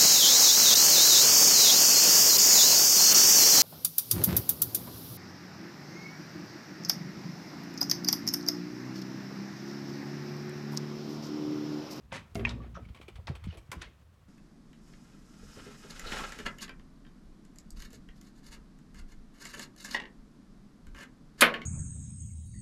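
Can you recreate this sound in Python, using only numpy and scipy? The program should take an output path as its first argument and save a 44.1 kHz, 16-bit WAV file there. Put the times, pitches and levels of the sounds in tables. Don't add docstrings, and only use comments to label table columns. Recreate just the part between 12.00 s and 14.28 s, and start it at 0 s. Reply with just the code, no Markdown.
import sys
import numpy as np
from scipy import signal
from scipy.fft import rfft, irfft
from scipy.io import wavfile

SR = 44100
rng = np.random.default_rng(int(sys.argv[2]) if len(sys.argv) > 2 else 0)


def generate_wav(signal):
    frames = np.transpose(np.atleast_2d(signal))
    scaled = np.clip(frames, -1, 1) * 32767
    pcm = np.round(scaled).astype(np.int16)
    wavfile.write(sys.argv[1], SR, pcm)


def boost(x):
    u = np.asarray(x, float) / 20
    return 10 ** u


N = 100680
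T = np.arange(N) / SR


def unit(x):
    return x / np.sqrt(np.mean(x ** 2) + 1e-30)


def band(x, hz, width):
    hz = min(hz, 0.4 * SR)
    sharpness = hz / np.clip(width, 1, 0.4 * SR)
    return signal.lfilter(*signal.iirpeak(hz, sharpness, fs=SR), x)


def steep(x, hz, width, env=1):
    top = signal.butter(2, min(hz * 1.53, 0.45 * SR), fs=SR)

    def shape(v):
        return signal.lfilter(*top, band(band(v, hz, width), hz, width))

    return shape(x * env) / np.sqrt(np.mean(shape(x) ** 2))


def ring(force, modes):
    out = 0
    for hz, db, t60 in modes:
        pole = np.exp(2j * np.pi * hz / SR - np.log(1000) / (t60 * SR))
        out = out + boost(db) * signal.lfilter([1], [1, -pole], force).imag
    return out


def fade(start, t60):
    return (T >= start) * 1000. ** (-np.clip(T - start, 0, None) / t60)


def plateau(start, length, t60):
    attack_s = 0.0017
    attack = np.clip((T - start) / attack_s, 0, 1) ** 2
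    release = np.minimum(1, 1000. ** np.minimum((start + length - T) / t60, 0))
    return attack * release


def grit():
    grains_per_s, spread_db = 9000, 2.0
    hit = rng.random(N) < grains_per_s / SR
    clicks = hit * rng.standard_normal(N)
    size = boost(spread_db * np.minimum(rng.exponential(size=N), 4))
    return unit(clicks * size)


def walk(rate):
    return unit(signal.lfilter(*signal.butter(2, rate, fs=SR), rng.standard_normal(N)))


# (f/Hz, level/dB per Hz)
HALL_TONE = [(15, -63), (25, -19), (84, -4), (309, -24), (887, -29.5), (962, -29), (1160, -27),
             (1400, -30.5), (16000, -50.5)]
# (t/s, hum level/dB, rumble level/dB)
OPENING = [
    (0.099, -0.5, -2),
    (.3, 2, 2),
    (1.9, 1, -0.5),
    (2.049, 0, -8),
]


def hall():
    hum_level_db, rumble_level_db, rumble_hz, rumble_width_hz = -61, -56.5, 68.5, 73
    f = np.maximum(np.arange(N // 2 + 1) * SR / N, 1)
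    tone_hz, tone_db = np.transpose(HALL_TONE)
    shape = boost(np.interp(np.log(f), np.log(tone_hz), tone_db))
    hum = unit(irfft(rfft(rng.standard_normal(N)) * shape, N))
    rumble = band(rng.standard_normal(N), rumble_hz, rumble_width_hz)
    rumble = unit(band(rumble, rumble_hz, rumble_width_hz))
    s, hum_db, rumble_db = np.transpose(OPENING)
    hum_gain = boost(hum_level_db + np.interp(T, s, hum_db) + walk(18))
    rumble_gain = boost(rumble_level_db + np.interp(T, s, rumble_db) + 0.69 * walk(1.5))
    return hum_gain * hum + rumble_gain * rumble


# (t/s, length/s, level/dB, f/Hz, width/Hz)
SQUEAKS = [
    (0.001, 0.24, -65.5, 234, 25),
    (0.143, 0.021, -54.5, 533, 115.5),
    (0.64, 0.018, -63, 1260, 200),
    (.746, 0.016, -64, 5800, 990),
    (0.752, 0.02, -52, 1330, 415),
    (0.766, 0.027, -52.5, 617, 402),
    (1.604, 0.0047, -79, 5800, 850),
    (1.497, 0.014, -64, 2860, 495),
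    (1.51, .05, -79, 11160, 248),
    (1.538, 0.012, -55, 530, 119),
]


def squeaks():
    out = 0
    for s, length, db, hz, width in SQUEAKS:
        out = out + boost(db) * steep(grit(), hz, width, plateau(s, length, 0.071))
    return out


# (t/s, length/s, level/dB, f/Hz)
RUSTLES = [
    (0.105, 0.022, -55, 1580),
    (0.441, 0.0089, -51, 2480),
    (0.488, 0.032, -60, 3880),
    (1.315, 0.058, -64, 1790),
    (1.382, 0.053, -65, 1600),
    (1.672, 0.049, -66.5, 1500),
    (1.792, 0.041, -56.5, 2200),
]


def rustles():
    out = 0
    for s, length, db, hz in RUSTLES:
        swell = np.clip((T - s) / length, 0, 1) ** 0.7 * plateau(s, length, 0.024)
        out = out + boost(db) * steep(grit(), hz, hz * 1.6, swell)
    return out


# (t/s, length/s, level/dB, f/Hz, tail t60/s)
RUBS = [(.118, 0.063, -47, 2180, 0.092), (.119, 0.029, -45.5, 172, 0.26), (0.122, 0.045, -48.5, 950, 0.11),
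        (0.123, 0.045, -53, 5300, 0.12), (0.353, 0.07, -56, 1440, 0.22), (0.357, 0.014, -61.5, 9000, 0.26),
        (0.46, 0.062, -52, 845, 0.11), (0.464, 0.049, -48.5, 2370, 0.055), (0.488, 0.023, -58, 4460, 0.07),
        (0.531, 0.082, -49.5, 238, 0.3), (0.616, 0.047, -63, 1930, 0.11), (0.742, 0.029, -59, 2230, 0.11),
        (1.083, 0.016, -62, 850, 0.039), (1.182, 0.017, -60, 590, 0.078), (1.289, 0.028, -50.5, 445, 0.084),
        (1.29, 0.0097, -63, 3540, 0.11), (1.472, 0.078, -60, 2550, 0.086), (1.525, 0.047, -57.5, 490, 0.17),
        (1.72, 0.025, -52, 279, 0.41), (1.722, 0.019, -48.5, 1390, 0.078), (1.81, 0.067, -61.5, 330, 0.086),
        (1.825, 0.028, -56, 2180, 0.098)]


def rubs():
    out = 0
    for s, length, db, hz, t60 in RUBS:
        grains = grit()
        pressure = plateau(s, length, t60) * boost(1.05 * walk(100))
        out = out + boost(db) * steep(grains, hz, hz * 1.7, pressure)
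    return out


# (t/s, peak level/dB, f/Hz, t60/s)
PINGS = [(.119, -38, 200, 0.12), (.123, -37, 534, 0.11), (.130, -40.5, 2046, 0.097),
         (.147, -36.5, 1750, .03), (.178, -42, 1990, 0.043), (.353, -38, 1360, 0.028),
         (.354, -41, 2760, 0.035), (.356, -41.5, 2115, 0.034), (.363, -43, 2144, 0.053),
         (.372, -40, 398, 0.19), (.395, -40, 2080, 0.031), (.4, -44.5, 226, 0.98),
         (.468, -33.5, 2286, 0.06), (.469, -35.5, 940, 0.04), (.472, -34.5, 1834, .025),
         (.507, -40.5, 3680, 0.04), (.603, -48, 1153, 0.17), (0.626, -56, 1178, 0.12),
         (.644, -43.5, 740, 0.027), (.753, -42, 1278, .04), (.753, -48, 1560, 0.044),
         (.767, -37, 1155, .025), (.772, -34, 646, 0.02), (.781, -44, 658, 0.055), (.79, -47, 445, 0.042),
         (.852, -49.5, 2260, 0.027), (.949, -53, 2450, .03), (1.0135, -48.5, 2360, 0.029),
         (1.081, -47.5, 2370, 0.053), (1.309, -38.5, 394, 0.028), (1.273, -39.5, 2020, 0.033),
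         (1.276, -47, 3300, 0.018), (1.284, -44, 1770, 0.02), (1.44, -48, 2150, 0.024),
         (1.507, -49, 2900, 0.03), (1.528, -51.5, 2520, 0.045), (1.548, -57, 504, 0.036),
         (1.571, -54, 2196, 0.022), (1.718, -37, 2075, 0.031), (1.72, -40, 1335, 0.026),
         (1.727, -40, 2340, 0.034), (1.729, -40.5, 1008, 0.073), (1.818, -36, 1520, 0.018),
         (1.818, -44, 5930, 0.014), (1.829, -48, 2570, .025), (1.872, -51.5, 2140, 0.046)]


def pings():
    rise_cycles = 0.56
    out = 0
    for s, db, hz, t60 in PINGS:
        t = np.clip(T - s, 0, None)
        soft_edge = 1 - np.exp(-t * hz / rise_cycles)
        out = out + boost(db) * np.sin(2 * np.pi * hz * t) * fade(s, t60) * soft_edge
    return out


# (t/s, level/dB, f/Hz, width as a share of f, t60/s)
CRACKS = [(0.1222, -35, 859, 0.23, 0.051), (0.3482, -37.5, 8100, 3.4, 0.0075),
          (0.353, -35, 4240, 1.3, 0.023), (0.3941, -42, 2220, 0.69, 0.049),
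          (0.4507, -46, 5100, 0.29, 0.042), (0.4913, -36, 4100, 0.53, 0.038),
          (1.27, -42.5, 4340, 0.25, 0.065), (1.273, -36.5, 1290, 1.2, 0.066), (1.716, -37, 1700, 4, 0.058),
          (1.7157, -44, 7060, 1.2, 0.09), (1.813, -47.5, 4000, 0.37, 0.035),
          (1.8171, -41.5, 2330, 1.5, 0.11), (1.819, -53, 8200, 0.31, 0.055)]


def cracks():
    out = 0
    for s, db, hz, width, t60 in CRACKS:
        burst = fade(s, t60) * np.clip((T - s) / 0.001, 0, 1)
        out = out + boost(db) * steep(grit(), hz, hz * width * 1.92, burst)
    return out


# (t/s, level/dB, contact/ms)
BLOWS = [
    (0.3534, -26.5, 1.47),
    (0.3593, -28.5, 1.44),
    (0.373, -29, 1.71),
    (.396, -29, 1.6),
    (0.414, -33, 1.96),
    (0.467, -28, 2.84),
]
# (f/Hz, level/dB, t60/s)
LEAF_MODES = [(110.1, 0.5, 0.23), (177.4, -9.5, 0.7), (234.4, -1.5, 0.43), (299, -11.5, 0.088),
              (398, -4, 0.26), (540, -9, 0.06), (669, 1, 0.07)]
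# (t/s, f/Hz, level/dB)
FLEX = [
    (0.38, 54.01, -39),
    (0.483, 59.55, -39.5),
    (0.94, 61.26, -55.5),
]


def leaf():
    force = 0
    for s, db, ms in BLOWS:
        push = np.exp(-((T - s - ms / 1e3) / (ms / 3240.0)) ** 2)
        force = force + boost(db) * push / (ms * SR / 1e3)
    rung = ring(force, LEAF_MODES)

    s, hz, db = np.transpose(FLEX)
    phase = 2 * np.pi * np.cumsum(np.interp(T, s, hz) * (1 + 0.017 * walk(17.5))) / SR
    beat_hz, beat_db, beat_peak_s = 17.2, 3, 0.352
    beat = boost(beat_db * np.cos(2 * np.pi * beat_hz * (T - beat_peak_s)))
    flex = beat * np.sin(phase)
    for k in (2, 3, 4):
        overtone_db = -10 * (k - 1) ** 0.5 + 6.6 * walk(15.6)
        flex = flex + boost(overtone_db) * np.sin(k * phase + k)
    edge = np.clip((T - s[0]) / 0.058, 0, 1) * np.clip((s[-1] - T) / 0.012, 0, 1)
    flex = np.sqrt(2) * flex * edge * boost(np.interp(T, s, db))

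    rattle_db, rattle_hz, rattle_width_hz, rattle_t60_s = -45.5, 330, 710, 0.89
    rattle = steep(rng.standard_normal(N), rattle_hz, rattle_width_hz)
    rattle = rattle * fade(BLOWS[0][0], rattle_t60_s) * (1 + 2.04 * np.sin(phase))
    return rung + flex + boost(rattle_db) * rattle


# (t/s, level/dB)
CHATTER = [
    (0.4506, -18),
    (0.458, -27.5),
]
# (f/Hz, level/dB, t60/s)
LATCH_MODES = [(1135, -5, 0.017), (1866, -10, 0.075), (2130, -12, .08), (2494, 1.5, 0.045),
               (2704, -11, 0.11), (3120, -10, 0.014)]


def latch():
    catch_s, catch_db, push_hz, push_width_hz, body_hz = 0.4606, -13, 2440, 1610, 700
    kick = 0
    for s, db in CHATTER:
        kick = kick + boost(db) * np.exp(-((T - s - 0.0003) / 0.00008) ** 2)
    kick = band(kick / 5, push_hz, push_width_hz)
    kick = signal.lfilter(*signal.butter(2, body_hz, "high", fs=SR), kick)
    caught = np.interp(T, [catch_s, catch_s + 0.002], [0, catch_db])
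    return boost(caught) * ring(kick, LATCH_MODES)


# (t/s, level/dB, f/Hz, t60/s)
THUMPS = [(0.792, -57, 330, 0.12), (0.827, -42, 117, 0.09), (0.863, -39, 138, 0.031),
          (0.9, -35, 66.5, 0.081), (1.001, -37, 330, 0.0073), (1.084, -44, 387, 0.046),
          (1.135, -46, 69.5, 0.06), (1.155, -37, 58.3, 0.058), (1.188, -39, 87, 0.11),
          (1.283, -41, 87.9, 0.45), (1.298, -30.5, 142.7, 0.095), (1.344, -43, 69.7, 0.19),
          (1.419, -47.5, 86.4, 0.25), (1.449, -36.5, 79.2, 0.23), (1.469, -35, 188, 0.087),
          (1.482, -31, 86, 0.1), (1.574, -43.5, 53.3, 0.1), (1.691, -42, 112, 0.054),
          (1.766, -39.5, 68.6, 0.17), (1.769, -44.5, 180, 0.073), (1.804, -41.5, 76, 0.08),
          (1.848, -48.5, 54, 0.16)]


def thumps():
    sag, rise_cycles = 0.25, 0.13
    out = 0
    for s, db, hz, t60 in THUMPS:
        t = np.clip(T - s, 0, None)
        cycles = hz * t * (1 - sag * t / (t + t60))
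        soft_edge = (1 - np.exp(-t * hz / rise_cycles)) ** 2
        out = out + 2 * boost(db) * np.sin(2 * np.pi * cycles) * fade(s, t60) * soft_edge
    return out


# (t/s, level/dB, bright part level/dB, bounce level/dB)
TICKS = [(0.8255, -51.5, -14, -6), (0.851, -52.5, -10, -12), (0.8853, -46, -12, -26), (0.946, -40, 1.5, -6),
         (0.971, -49, -26, -6), (1.012, -38, 2.5, -14), (1.08, -36, 4, -26), (1.1553, -39, 2, -19),
         (1.2689, -34.5, -1, -6), (1.3509, -36, 5, -28), (1.4383, -38, 6, -11), (1.5706, -40, 11, -16)]
# (f/Hz, level/dB, t60/s)
ARM_MODES = [(1230, 4, 0.0029), (2340, -6.5, 0.014), (2720, -12, 0.0068), (3090, -6, 0.0073),
             (4350, -24, 0.036)]
# (f/Hz, level/dB, t60/s)
SPRING_MODES = [(6900, -21, 0.0093), (7940, -10.5, 0.0092), (10740, -16, 0.011)]


def closer():
    rattle_s, bounce_s, crack_db = 0.023, 0.0147, -3.5

    def burst(s):
        return fade(s, rattle_s * 3) * np.clip((T - s) / 0.0031, 0, 1)

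    low = high = 0
    for s, db, bright_db, bounce_db in TICKS:
        hit = boost(db) * (burst(s) + boost(bounce_db) * burst(s + bounce_s))
        low = low + hit
        high = high + hit * boost(bright_db)
    rattle = grit()
    arm = 0.063 * ring(rattle * low, ARM_MODES)
    spring = 0.023 * ring(rattle * high, SPRING_MODES)
    crack = low * steep(grit(), 2600, 3300) + 0.29 * high * steep(grit(), 5200, 17000)
    return arm + spring + 0.23 * boost(crack_db) * crack


def room(air):
    level_db, t60_s, dark_hz = -15, 0.35, 4000
    tail = signal.lfilter(*signal.butter(1, dark_hz, fs=SR), rng.standard_normal(N))
    tail = tail * fade(0.0019, t60_s)
    return boost(level_db) * signal.fftconvolve(air, tail / np.sqrt(np.sum(tail ** 2)))[:N]


def scene():
    bolt, small_parts = latch(), pings()
    air = 0.26 * bolt + closer() + (rubs() + squeaks()) + cracks() + 0.4 * small_parts
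    heard = air + 0.81 * bolt + room(air)
    return (heard + leaf() + thumps() + hall() + 0.6 * small_parts + rustles())[None]


def low_pass(x):
    return signal.sosfilt(signal.butter(12, 16520, fs=SR, output="sos"), x)


def record(dry):
    trim = signal.butter(2, 35, "high", fs=SR, output="sos")
    mix = signal.sosfilt(trim, dry)
    return low_pass(mix)


dry = scene()
out = record(dry)
generate_wav(out)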